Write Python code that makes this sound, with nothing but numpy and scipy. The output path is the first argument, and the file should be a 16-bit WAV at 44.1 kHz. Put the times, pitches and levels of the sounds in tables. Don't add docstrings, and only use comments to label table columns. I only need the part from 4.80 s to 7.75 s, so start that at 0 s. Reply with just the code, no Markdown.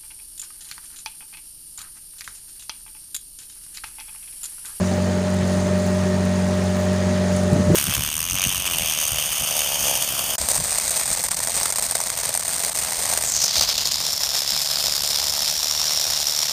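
import sys
import numpy as np
from scipy import signal
from scipy.fft import rfft, irfft, next_fast_len
from scipy.io import wavfile
from scipy.ndimage import uniform_filter1d, map_coordinates

SR = 44100
rng = np.random.default_rng(int(sys.argv[2]) if len(sys.argv) > 2 else 0)


def int16_out(signal):
    q = np.round(np.clip(np.atleast_2d(signal).T, -1, 1) * 32767)
    wavfile.write(sys.argv[1], SR, q.astype(np.int16))


def attenuation_scalar(level_db):
    decades = np.asarray(level_db, float) / 20
    return 10 ** decades


N = 130095

# f/Hz, level/dB
RUMBLE_COLOUR = [(30, -4), (60, -14.5), (85, -16.5), (160, 0.5), (300, -7.5), (400, -10), (650, -7.5),
                 (1100, -42.5)]
# t/s, level/dB
WAVE_CHURN = [
    (2.69, -60),
    (2.73, -31),
    (2.8, -27),
    (2.86, -32),
    (2.89, -25),
    (2.95, -21),
]
# f/Hz, level/dB
CHURN_COLOUR = [(25, -16), (60, -4), (130, 6), (250, -2), (400, -3), (600, -10), (900, -33)]
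# t/s, level/dB, pitch f/Hz, time to fall 60
# dB t60/s
HULL_SLAPS = [(.11, -29, 775, 0.16), (.175, -33, 845, 0.19), (.62, -20, 130, 0.062),
              (1.255, -25.5, 377.4, 0.19), (2.70, -27, 799.6, 0.065), (2.727, -1, 155, 0.031),
              (2.752, -14, 110, 0.056), (2.762, -9.5, 288, 0.031), (2.791, -10, 202.6, 0.057),
              (2.805, -19, 236, 0.034), (2.879, -17, 140.3, 0.043), (2.893, -5.5, 139.6, 0.045),
              (2.9, -10.5, 338, 0.045), (2.913, -10, 150, 0.0548), (2.931, -6.5, 161, 0.036),
              (2.939, -7, 270, 0.028), (2.9456, -3.5, 389, 0.028)]
# t/s, level/dB
SPRAY_LEVEL = [(0.0, -41), (0.01, -42), (0.06, -36.5), (0.15, -40), (0.65, -40.5), (0.72, -36.5),
               (0.91, -41), (1.08, -37.5), (1.08, -40), (2.48, -39.5), (2.53, -38), (2.95, -38.5)]
# f/Hz, level/dB
FIZZ_COLOUR = [(4000, -7.5), (5400, -6), (6500, 0), (8000, -7), (9100, -4.5), (11000, -16.5), (13700, -29),
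               (15000, -16)]
# f/Hz, level/dB
MIST_COLOUR = [(10500, -20), (12000, -8), (13700, -8), (15000, -4)]
# t/s, peak level/dB
SPLASHES = [(0.0656, -23), (0.5406, -20), (0.711, -32), (1.065, -21), (1.4541, -20), (1.8495, -31),
            (2.1303, -22), (2.5641, -13.5), (2.6327, -19), (2.7152, -25), (2.7312, -15), (2.9297, -21)]
# f/Hz, level/dB
SPLASH_COLOUR = [(4500, -11), (6500, -4), (9500, -2), (11500, -12), (13500, -19), (15000, -8)]
# t/s, gear whine f/Hz, whine level/dB, hum level over its mean/dB
ENGINE = [(0.0, 598, -40, -5), (0.02, 595.5, -28, 4), (0.04, 599.0, -40, -1.5), (0.06, 602.5, -30.5, 0.5),
          (0.48, 605, -27, -1.5), (0.61, 604.4, -31, 0), (1.0, 600.8, -24.5, -1), (1.02, 607.3, -29.5, -1),
          (1.12, 604.2, -27.5, 0), (1.87, 602.7, -29.5, 0), (2.14, 607, -25.5, 0), (2.15, 607, -28.5, 0),
          (2.95, 596.8, -26, 0.5)]
HUM_ORDERS = [2, 3, 4, 5, 6, 7, 8, 8.5, 9, 10, 12, 16, 18, 19, 20]
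HUM_LEVELS = [-1.5, -23, 1, -10, -25, -31, -12.5, -22.5, -18, -26, -20, -23.5, -25.5, -29.5, -31]
WHINE_ORDERS = [12.5, 13, 13.5, 26, 28, 37, 39, 40.5, 41, 43, 52, 88, 98]
WHINE_LEVELS = [-16, 0, -20.5, -25.5, -28, -28.5, -24.5, -21.5, -33.5, -29.5, -32, -32, -30]
# f/Hz, level/dB
CASING_COLOUR = [(500, -42), (750, 0), (1100, -3), (1400, -4.5), (1900, -5.5), (2400, -10), (3500, -12.5),
                 (5200, -13.5)]


def unit(x):
    return x / np.sqrt(np.mean(x ** 2) + 1e-20)


def curves(rows):
    times, *columns = np.transpose(rows)
    return [np.interp(np.arange(N) / SR, times, column) for column in columns]


def wobble(rate):
    return map_coordinates(rng.standard_normal(400), [np.arange(N) * rate / SR])


def coloured(x, points):
    size = next_fast_len(N + 8192)
    f, db = np.transpose(points)
    log_f = np.log(f)
    log_hz = np.log(np.fft.rfftfreq(size, 1 / SR) + 1)
    below = np.maximum(log_f[0] - log_hz, 0)
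    above = np.maximum(log_hz - log_f[-1], 0)
    gain = attenuation_scalar(np.interp(log_hz, log_f, db) - 40 * (below + above))
    return irfft(rfft(x, size) * gain, size)[:N]


def patchy(patchy_db):
    z = signal.stft(rng.standard_normal(N), nperseg=512)[2]
    patches = uniform_filter1d(rng.standard_normal(z.shape), size=5, axis=0)
    patches = uniform_filter1d(patches, size=3, axis=1)
    return signal.istft(z * attenuation_scalar(patchy_db * unit(patches)), nperseg=512)[1][:N]


def bursts(seconds, gains, t60):
    at = np.clip((seconds * SR).astype(int), 0, N - 1)
    spikes = np.bincount(at, gains, N)
    fade = attenuation_scalar(-60 * np.arange(800) / SR / t60)
    return np.convolve(spikes, fade)[:N] * np.sign(rng.standard_normal(N))


def hull_rumble():
    return attenuation_scalar(-30.5 + 1.6 * wobble(7.61)) * unit(coloured(patchy(patchy_db=1.5), RUMBLE_COLOUR))


def wave_churn():
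    level_db = curves(WAVE_CHURN)[0] + 1.8 * wobble(90)
    return attenuation_scalar(level_db) * unit(coloured(rng.standard_normal(N), CHURN_COLOUR))


def hull_slaps():
    rise_s, overtone, overtone_db = 0.0018, 2.197, -13.5
    out = np.zeros(N)
    for s, db, hz, t60 in HULL_SLAPS:
        t = np.maximum(np.arange(N) / SR - s, 0)
        strength = 1.55 * attenuation_scalar(db - 60 * t / t60) * (1 - np.exp(-t / rise_s))
        ring = np.sin(2 * np.pi * hz * t)
        ring = ring + attenuation_scalar(overtone_db) * np.sin(2 * np.pi * overtone * hz * t)
        out = out + strength * ring
    return out


def drops(per_s, mid_hz, octaves, cycles, size):
    spread_db = 2.5
    draw = rng.random((3000, 3))[:int(per_s * N / SR)]
    scatter = rng.standard_normal(3000)[:len(draw), None]
    hz = np.clip(mid_hz * 2 ** (octaves * scatter), 500, 15000)
    t = np.arange(size) / SR
    life = t * hz / cycles
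    gain = attenuation_scalar(np.minimum(-spread_db * np.log(draw[:, 1:2] + 1e-6), 11))
    swell = life * np.exp(-3 * life)
    tone = np.sin(2 * np.pi * hz * t * (1 + 0.039 * life))
    grains = gain * swell * tone * np.cos(np.pi / 2 * t / t[-1])
    at = (draw[:, :1] * N).astype(int) + np.arange(size)
    return unit(np.bincount(at.ravel(), grains.ravel(), N + size)[:N])


def gurgle():
    return attenuation_scalar(-49) * drops(per_s=130, mid_hz=1399, octaves=0.7, cycles=26.8, size=1600)


def spray():
    fizz = unit(coloured(patchy(patchy_db=1.9), FIZZ_COLOUR)) * attenuation_scalar(0.7 * wobble(22))
    bubbles = drops(per_s=450, mid_hz=7416, octaves=0.67, cycles=26, size=400)
    bubbles = unit(coloured(bubbles, [(2000, -17), (3500, -10)] + FIZZ_COLOUR[1:]))
    mist = attenuation_scalar(-19 + 2.6 * wobble(14)) * unit(coloured(patchy(patchy_db=8.0), MIST_COLOUR))
    strength_db, = curves(SPRAY_LEVEL)
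    return attenuation_scalar(strength_db - 1.0) * (fizz + attenuation_scalar(-12.5) * bubbles + mist)


def splashes():
    s, db = np.transpose(SPLASHES)
    lag_s = 0.001
    return coloured(bursts(s + lag_s, attenuation_scalar(db), t60=0.006), SPLASH_COLOUR)


def orders(turns, multiples, levels_db):
    out = np.zeros(N)
    for k, db in zip(multiples, levels_db):
        lean = 0.41
        if k > 5:
            lean += 0.5
        if k > 8:
            lean += rng.random()
        shake_db = (1.27 - 0.1384 * db) * 1.17 * np.tanh(wobble(20) / 1.5)
        out = out + np.sqrt(2) * attenuation_scalar(db + shake_db) * np.cos(2 * np.pi * (k * turns + lean))
    return out


def casing_noise(turns):
    gate = 1 + 0.095 * np.cos(4 * np.pi * turns)
    noise = unit(coloured(gate * patchy(patchy_db=1.5), CASING_COLOUR))
    return attenuation_scalar(-34.5 + 0.7 * wobble(6)) * noise


def clatter(turns):
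    firing = np.flatnonzero(np.diff(np.floor(2 * turns)) > 0)
    weak_cylinder_db = -6
    size_db = weak_cylinder_db * (np.arange(len(firing)) % 2)
    rattle = bursts(firing / SR, attenuation_scalar(size_db), t60=0.0047 * 3)
    rattle = unit(coloured(rattle, CASING_COLOUR[-3:] + FIZZ_COLOUR[2:]))
    return attenuation_scalar(np.mean(curves(SPRAY_LEVEL)[0]) - 7.5) * rattle


def motor():
    gear_teeth, start_turns, jitter_turns = 13, 0.64, 0.007
    whine_hz, whine_db, load_db = curves(ENGINE)
    turns = np.cumsum(whine_hz / gear_teeth) / SR + start_turns + jitter_turns * wobble(9)
    hum = attenuation_scalar(-23.5 + load_db) * orders(turns, HUM_ORDERS, HUM_LEVELS)
    whine = attenuation_scalar(whine_db) * orders(turns, WHINE_ORDERS, WHINE_LEVELS)
    return hum + whine + casing_noise(turns) + clatter(turns)


def scene():
    hull = hull_rumble() + wave_churn() + hull_slaps()
    water = gurgle() + spray() + splashes()
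    return (hull + water + motor())[None]


def low_pass(x):
    return signal.sosfilt(signal.butter(12, 16850, fs=SR, output="sos"), x)


def record(dry):
    ceiling, low_cut_hz, top_hz = 0.9, 50, 15500
    soft = dry / (1 + np.abs(dry / ceiling) ** 4) ** 0.25
    size = next_fast_len(N + 8192)
    hz = np.fft.rfftfreq(size, 1 / SR)
    passed = (hz < top_hz) * hz ** 4 / (low_cut_hz ** 4 + hz ** 4)
    mix = irfft(rfft(soft, size) * passed, size)[:, :N]
    return low_pass(mix)


dry = scene()
out = record(dry)
int16_out(out)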